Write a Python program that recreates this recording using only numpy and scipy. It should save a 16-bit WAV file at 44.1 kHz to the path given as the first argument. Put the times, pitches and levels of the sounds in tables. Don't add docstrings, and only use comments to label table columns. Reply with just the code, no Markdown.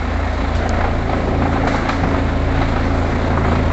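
import sys
import numpy as np
from scipy import signal
from scipy.fft import rfft, irfft
from scipy.io import wavfile
from scipy.ndimage import uniform_filter1d

SR = 44100
rng = np.random.default_rng(int(sys.argv[2]) if len(sys.argv) > 2 else 0)


def dump_mix(stems):
    frames = np.atleast_2d(stems).T
    limited = np.clip(frames, -1, 1)
    pcm = np.round(limited * 32767).astype(np.int16)
    wavfile.write(sys.argv[1], SR, pcm)


N = 164052
T = np.arange(N) / SR

BLADE_HZ = 27.65
GRAIN_HZ = 70

# [t/s, low level/dB, lower middle level/dB, upper middle level/dB, treble level/dB]
ROAR_SWING = [(0.0, -27, -30, -27.5, -38), (0.4, -26, -25.5, -27, -37), (0.8, -21.5, -22.5, -25, -37),
              (1.0, -23.0, -25.5, -27, -39.5), (1.15, -20, -25.5, -28, -36.5),
              (1.33, -17, -24, -28.5, -39.5), (1.5, -21, -25, -26.5, -37.5), (1.75, -19, -23.5, -17.5, -38),
              (1.97, -23.5, -24.5, -25, -36.5), (2.1, -18.5, -22.5, -23, -36.5),
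              (2.4, -23, -25.5, -27, -38), (2.6, -21, -25, -23.5, -35.5), (2.9, -21, -24.5, -25.5, -37),
              (3.22, -22, -22.5, -26, -35), (3.35, -19.5, -23.5, -26.5, -39),
              (3.55, -16, -26.5, -24.5, -35.5), (3.72, -23, -22, -25.5, -37)]


def from_db(db):
    return 10 ** (np.asarray(db) / 20)


def rms_one(x):
    return x / np.sqrt(np.mean(x ** 2) + 1e-20)


def in_time(rows):
    s, *columns = np.transpose(rows)
    return [np.interp(T, s, column) for column in columns]


def swing_db():
    return [db - db.mean() for db in in_time(ROAR_SWING)]


def drift(rate_hz):
    step = 40
    pole = np.exp(-2 * np.pi * rate_hz * step / SR)
    white = rng.standard_normal(N // step + 2002)
    slow = signal.lfilter([1], [1, -2 * pole, pole * pole], white)[2000:]
    return np.interp(np.arange(N) / step, np.arange(len(slow)), rms_one(slow))


def noise(colour):
    hz, db = np.transpose(colour)
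    bins = np.maximum(np.arange(N // 2 + 1) * SR / N, 1)
    gain = from_db(np.interp(np.log(bins), np.log(hz), db))
    gain = gain * (bins > 18) * (bins < 9000)
    return rms_one(irfft(rfft(rng.standard_normal(N)) * gain, N))


def steady_noise(colour):
    air = noise(colour)
    return air / np.sqrt(uniform_filter1d(air ** 2, size=200) + 1e-9)


def burst(s, rise, decay):
    exponent = np.where(T < s, ((T - s) / rise) ** 2, (T - s) / decay)
    return np.exp(-np.minimum(exponent, 60))


def handling():
    # [peak t/s, rise t/s, decay t/s, level before grain/dB]
    scuff_events = [(0.552, 0.0036, 0.04, -35), (1.677, .005, 0.033, -32.5), (1.762, 0.043, 0.071, -36.5),
                    (1.891, .005, 0.079, -34.5)]
    # [f/Hz, relative level/dB]
    scuff_colour = [(400, -13.5), (1400, -17.5), (2500, -1.5), (4000, 3), (5500, -5), (8000, -7)]
    # [peak t/s, level/dB]
    click_events = [(.693, -16.5), (.983, -35), (1.653, -28)]
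    # [f/Hz, relative level/dB]
    click_colour = [(1500, -29), (3500, -15), (4500, 1.5), (7500, -3.5), (9000, 3)]
    # [peak t/s, decay t/s, level/dB]
    buffet_events = [(.425, 0.02, -20.5), (.56, .03, -26), (2.035, 0.072, -17.5), (2.351, 0.041, -34)]
    # [f/Hz, relative level/dB]
    buffet_colour = [(20, 1), (60, 2.5), (110, -0.5), (200, -8.5), (500, -39), (2000, -74.5)]
    click_decay_s, buffet_rise_s, breeze_db = 0.00038, 0.011, -34.5
    bump_s, bump_hz, bump_db, bump_decay_s = 2.0565, 123, -11, 0.011

    scuff_envelope = sum(from_db(db) * burst(s, rise, decay) for s, rise, decay, db in scuff_events)
    grain_db = 1 * np.tanh(drift(GRAIN_HZ))
    scuffs = noise(scuff_colour) * scuff_envelope * from_db(grain_db)

    click_envelope = sum(from_db(db) * burst(s, click_decay_s, click_decay_s) for s, db in click_events)
    clicks = steady_noise(click_colour) * click_envelope

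    since = np.maximum(T - bump_s, 0)
    bump = -from_db(bump_db) * np.sin(2 * np.pi * bump_hz * since) * np.exp(-since / bump_decay_s)

    puff_envelope = sum(from_db(db) * burst(s, buffet_rise_s, decay) for s, decay, db in buffet_events)
    puffs = noise(buffet_colour) * (from_db(breeze_db) + puff_envelope)
    return scuffs + clicks + bump + puffs


def sagging_hum():
    # [t/s, f/Hz, level before waver/dB]
    hum_course = [(0, 279, -39.5), (1.0, 280, -38.5), (1.6, 278, -29.5), (2.2, 276, -24.5),
                  (2.6, 274.5, -29), (2.95, 271, -37.5), (3.2, 266, -31.5), (3.45, 253, -29),
                  (3.72, 248, -39)]
    waver_db = 1.5
    hz, db = in_time(hum_course)
    phase = 2 * np.pi * np.cumsum(hz) / SR
    return np.sqrt(2) * from_db(db + waver_db * drift(7.7)) * np.sin(phase)


def gearbox():
    # [f/Hz, level/dB]
    gear_tones = [(230, -36), (256, -36), (1042, -45), (1289, -44.5)]
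    waver_db, wander_hz = 4, 2.65
    out = 0
    for hz, db in gear_tones:
        level = from_db(db + waver_db * np.tanh(drift(5.6)))
        phase = 2 * np.pi * np.cumsum(hz + wander_hz * drift(5.8)) / SR
        out = out + level * np.sin(phase)
    return np.sqrt(2) * out


def with_ground(x):
    echo_s, echo_share = 0.0136, 0.16
    echo = np.interp(T - echo_s, T, x, left=0)
    return (x + echo_share * echo) / np.hypot(1, echo_share)


def roar():
    # [f/Hz, relative level/dB]
    roar_colour = [(30, 1), (70, 1.5), (120, -8), (170, -2.5), (240, -1), (310, -0.5), (380, 0.5),
                   (450, 0.5), (600, 1.5), (780, -1.5), (950, -4.5), (1400, -6), (1700, -7.5), (2150, -9),
                   (2550, -15.5), (3100, -20), (3900, -19), (4600, -25), (5400, -30), (7500, -32.5)]
    centres_hz = (300, 720, 1400, 3800)
    swish_depths = (2.4, 1.3, 0.51, 0.25)
    roar_db, follows, patchy_db, grain_db = -24, 0.82, 0.89, 1.55
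    swish_at_s = 0.023

    spectrum = rfft(noise(roar_colour))
    bins = np.arange(N // 2 + 1) * SR / N
    swings = swing_db()
    swish = np.cos(2 * np.pi * BLADE_HZ * (T - swish_at_s))
    edges = np.geomspace(18, 9000, 19)
    out = 0
    for low, high in zip(edges, edges[1:]):
        place = np.interp(np.log(low * high) / 2, np.log(centres_hz), np.arange(len(swings)))
        slow_db = sum(max(0, 1 - abs(place - i)) * db for i, db in enumerate(swings))
        depth_db = np.interp(place, np.arange(len(swings)), swish_depths)
        band = irfft(spectrum * (bins >= low) * (bins < high), N)
        flicker_db = patchy_db * drift(6.3)
        out = out + band * from_db(roar_db + follows * slow_db + depth_db * swish + flicker_db)
    return out * from_db(grain_db * np.tanh(drift(GRAIN_HZ)))


def knock(s, hz):
    rise_s, decay_s = 0.0032, 0.0027
    return np.sin(2 * np.pi * hz * (T - s)) * burst(s, rise_s, decay_s)


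def crack_envelope(s):
    lag_s, rise_s, decay_s = 0.0017, 0.0021, 0.013
    return burst(s + lag_s, rise_s, decay_s)


def blade_slap():
    # [t/s, knock f/Hz, knock level/dB, crack level before low-pass/dB, low-pass f/Hz]
    hard_slaps = [(.1595, 740, -19.5, -28, 2500), (.1955, 730, -18, -28, 2500),
                  (.268, 730, -17.5, -31, 2500), (.662, 740, -12, -29, 2500),
                  (.7336, 706, -14.5, -21, 2500), (.8067, 720, -15, -17.5, 3000),
                  (.8417, 784, -11.5, -18, 3000), (1.0958, 760, -13, -20.5, 5000),
                  (1.1329, 714, -16.5, -18.5, 2800), (1.3135, 760, -18, -26, 1600),
                  (1.4223, 770, -13, -19, 2800), (1.457, 770, -9, -19, 1600), (1.4952, 770, -15, -30, 1600),
                  (1.564, 775, -10.5, -22, 2500), (1.6389, 790, -12.5, -29, 1600),
                  (1.6728, 740, -9, -15.5, 3500), (1.7464, 825, -10.5, -18, 2000),
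                  (1.7832, 800, -17, -24, 2000), (1.8911, 810, -11, -13.5, 3500),
                  (2.0367, 790, -9.5, -18.5, 2000), (2.1441, 680, -12, -18, 2500),
                  (2.6162, 720, -11, -17.5, 6000), (2.7601, 735, -19, -20.5, 3000),
                  (2.9038, 740, -21, -20.5, 2000), (3.0132, 740, -18, -22.5, 2000),
                  (3.1227, 740, -18, -23, 3000), (3.3038, 800, -17, -18.5, 1500),
                  (3.3321, 730, -16.5, -22, 1700), (3.3736, 650, -19, -13, 1300),
                  (3.4125, 724, -16, -19, 1500), (3.4475, 740, -18, -16, 1300),
                  (3.481, 725, -22, -17, 1500), (3.517, 720, -14.5, -15, 1400),
                  (3.5538, 750, -21, -19, 4000), (3.702, 754, -20, -18, 1800)]
    # [f/Hz, relative level/dB]
    crack_colour = [(450, 0.5), (1000, 7), (1400, 6.5), (1750, -1), (2150, 2), (2900, -13), (4000, -7.5),
                    (5400, -24), (8000, -32)]
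    chop_at_s, jitter_s = 0.01, 0.00082
    chop_hz, pitch_spread_oct = 738, 0.083
    chop_db, chop_crack_db, spread_db = -20.5, -29, 3
    fade_db_per_s = 0.6
    follows = 0.75

    _, body_db, crack_swing_db, _ = [follows * db for db in swing_db()]
    passes = chop_at_s + np.arange(int(N / SR * BLADE_HZ) + 1) / BLADE_HZ
    knocks, cracks = 0, 0
    for s, (strength, late, pitch) in zip(passes, rng.standard_normal((len(passes), 3))):
        if min(abs(s - slap[0]) for slap in hard_slaps) < 0.5 / BLADE_HZ:
            continue
        gain = from_db(spread_db * np.tanh(strength) - fade_db_per_s * s)
        at_s = s + jitter_s * late
        knocks = knocks + gain * knock(at_s, chop_hz * 2 ** (pitch_spread_oct * pitch))
        cracks = cracks + gain * crack_envelope(at_s)
    knocks = knocks * from_db(chop_db + body_db)
    cracks = cracks * from_db(chop_crack_db + crack_swing_db)

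    hiss = steady_noise(crack_colour)
    out = knocks + cracks * hiss
    for s, hz, knock_db, crack_db, top_hz in hard_slaps:
        crack = from_db(crack_db) * hiss * crack_envelope(s)
        dulled = signal.lfilter(*signal.butter(2, top_hz, fs=SR), crack)
        out = out + from_db(knock_db) * knock(s, hz) + dulled
    return out


def throb():
    strong_orders = (1, 2, 3, 5, 10)
    # [t/s, order 1 level/dB, order 2 level/dB, order 3 level/dB, order 5 level/dB, order 10 level/dB]
    strong_levels = [(0.0, -43, -25, -24, -64, -43), (0.3, -44, -21, -23.5, -62, -34),
                     (0.55, -28, -23, -23, -40, -35), (0.799, -23, -27, -22, -36, -44),
                     (1.0, -23.5, -25.5, -24, -31.5, -30.5), (1.2, -29, -28, -23.5, -31.5, -39.5),
                     (1.449, -31, -28, -20.5, -26.5, -29), (1.701, -27.5, -30.5, -24.0, -27, -45),
                     (1.95, -27.5, -32, -25.5, -33, -39.5), (2.15, -32, -27, -22, -33.5, -43),
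                     (2.4, -26, -21.5, -22.5, -26.5, -35), (2.65, -22, -30, -21, -27.5, -33),
                     (2.9, -25.5, -27.5, -20.5, -29, -29.5), (3.2, -26.5, -28, -21, -31, -32),
                     (3.399, -25, -35, -17.5, -25.5, -40), (3.72, -27, -25, -19.5, -27.0, -38)]
    # [order, level/dB]
    weak_orders = [(4, -38), (6, -39.5), (7, -37), (8, -35), (9, -35), (12, -41.5), (13, -40), (14, -40),
                   (20, -38.5), (22, -44.5), (24, -42.5)]
    throb_at_s, travel_waver_s = 0.01209, 0.00052
    trim_db, skew_rad = -0.04, 0.69
    flutter_db, flutter_rad = 0.3536, 0.0083
    weak_waver_rad = 0.54

    turn = 2 * np.pi * BLADE_HZ * (T - throb_at_s + travel_waver_s * drift(1.24))
    out = 0
    for k, db in zip(strong_orders, in_time(strong_levels)):
        level = from_db(db + trim_db + flutter_db * k * drift(5.1))
        phase = k * (turn + flutter_rad * drift(6.7)) - skew_rad
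        out = out - level * np.cos(phase)
    low_swing_db = swing_db()[0]
    for k, db in weak_orders:
        phase = k * turn + rng.uniform(0, 2 * np.pi) + weak_waver_rad * drift(5)
        out = out - from_db(db + low_swing_db) * np.cos(phase)
    return np.sqrt(2) * out


def scene():
    tones = sagging_hum() + gearbox() + throb()
    return (handling() + tones + with_ground(roar() + blade_slap()))[None]


def record(dry):
    cutoff_hz = 7650
    return signal.sosfilt(signal.ellip(10, .2, 90, cutoff_hz, fs=SR, output="sos"), dry)


dry = scene()
out = record(dry)
dump_mix(out)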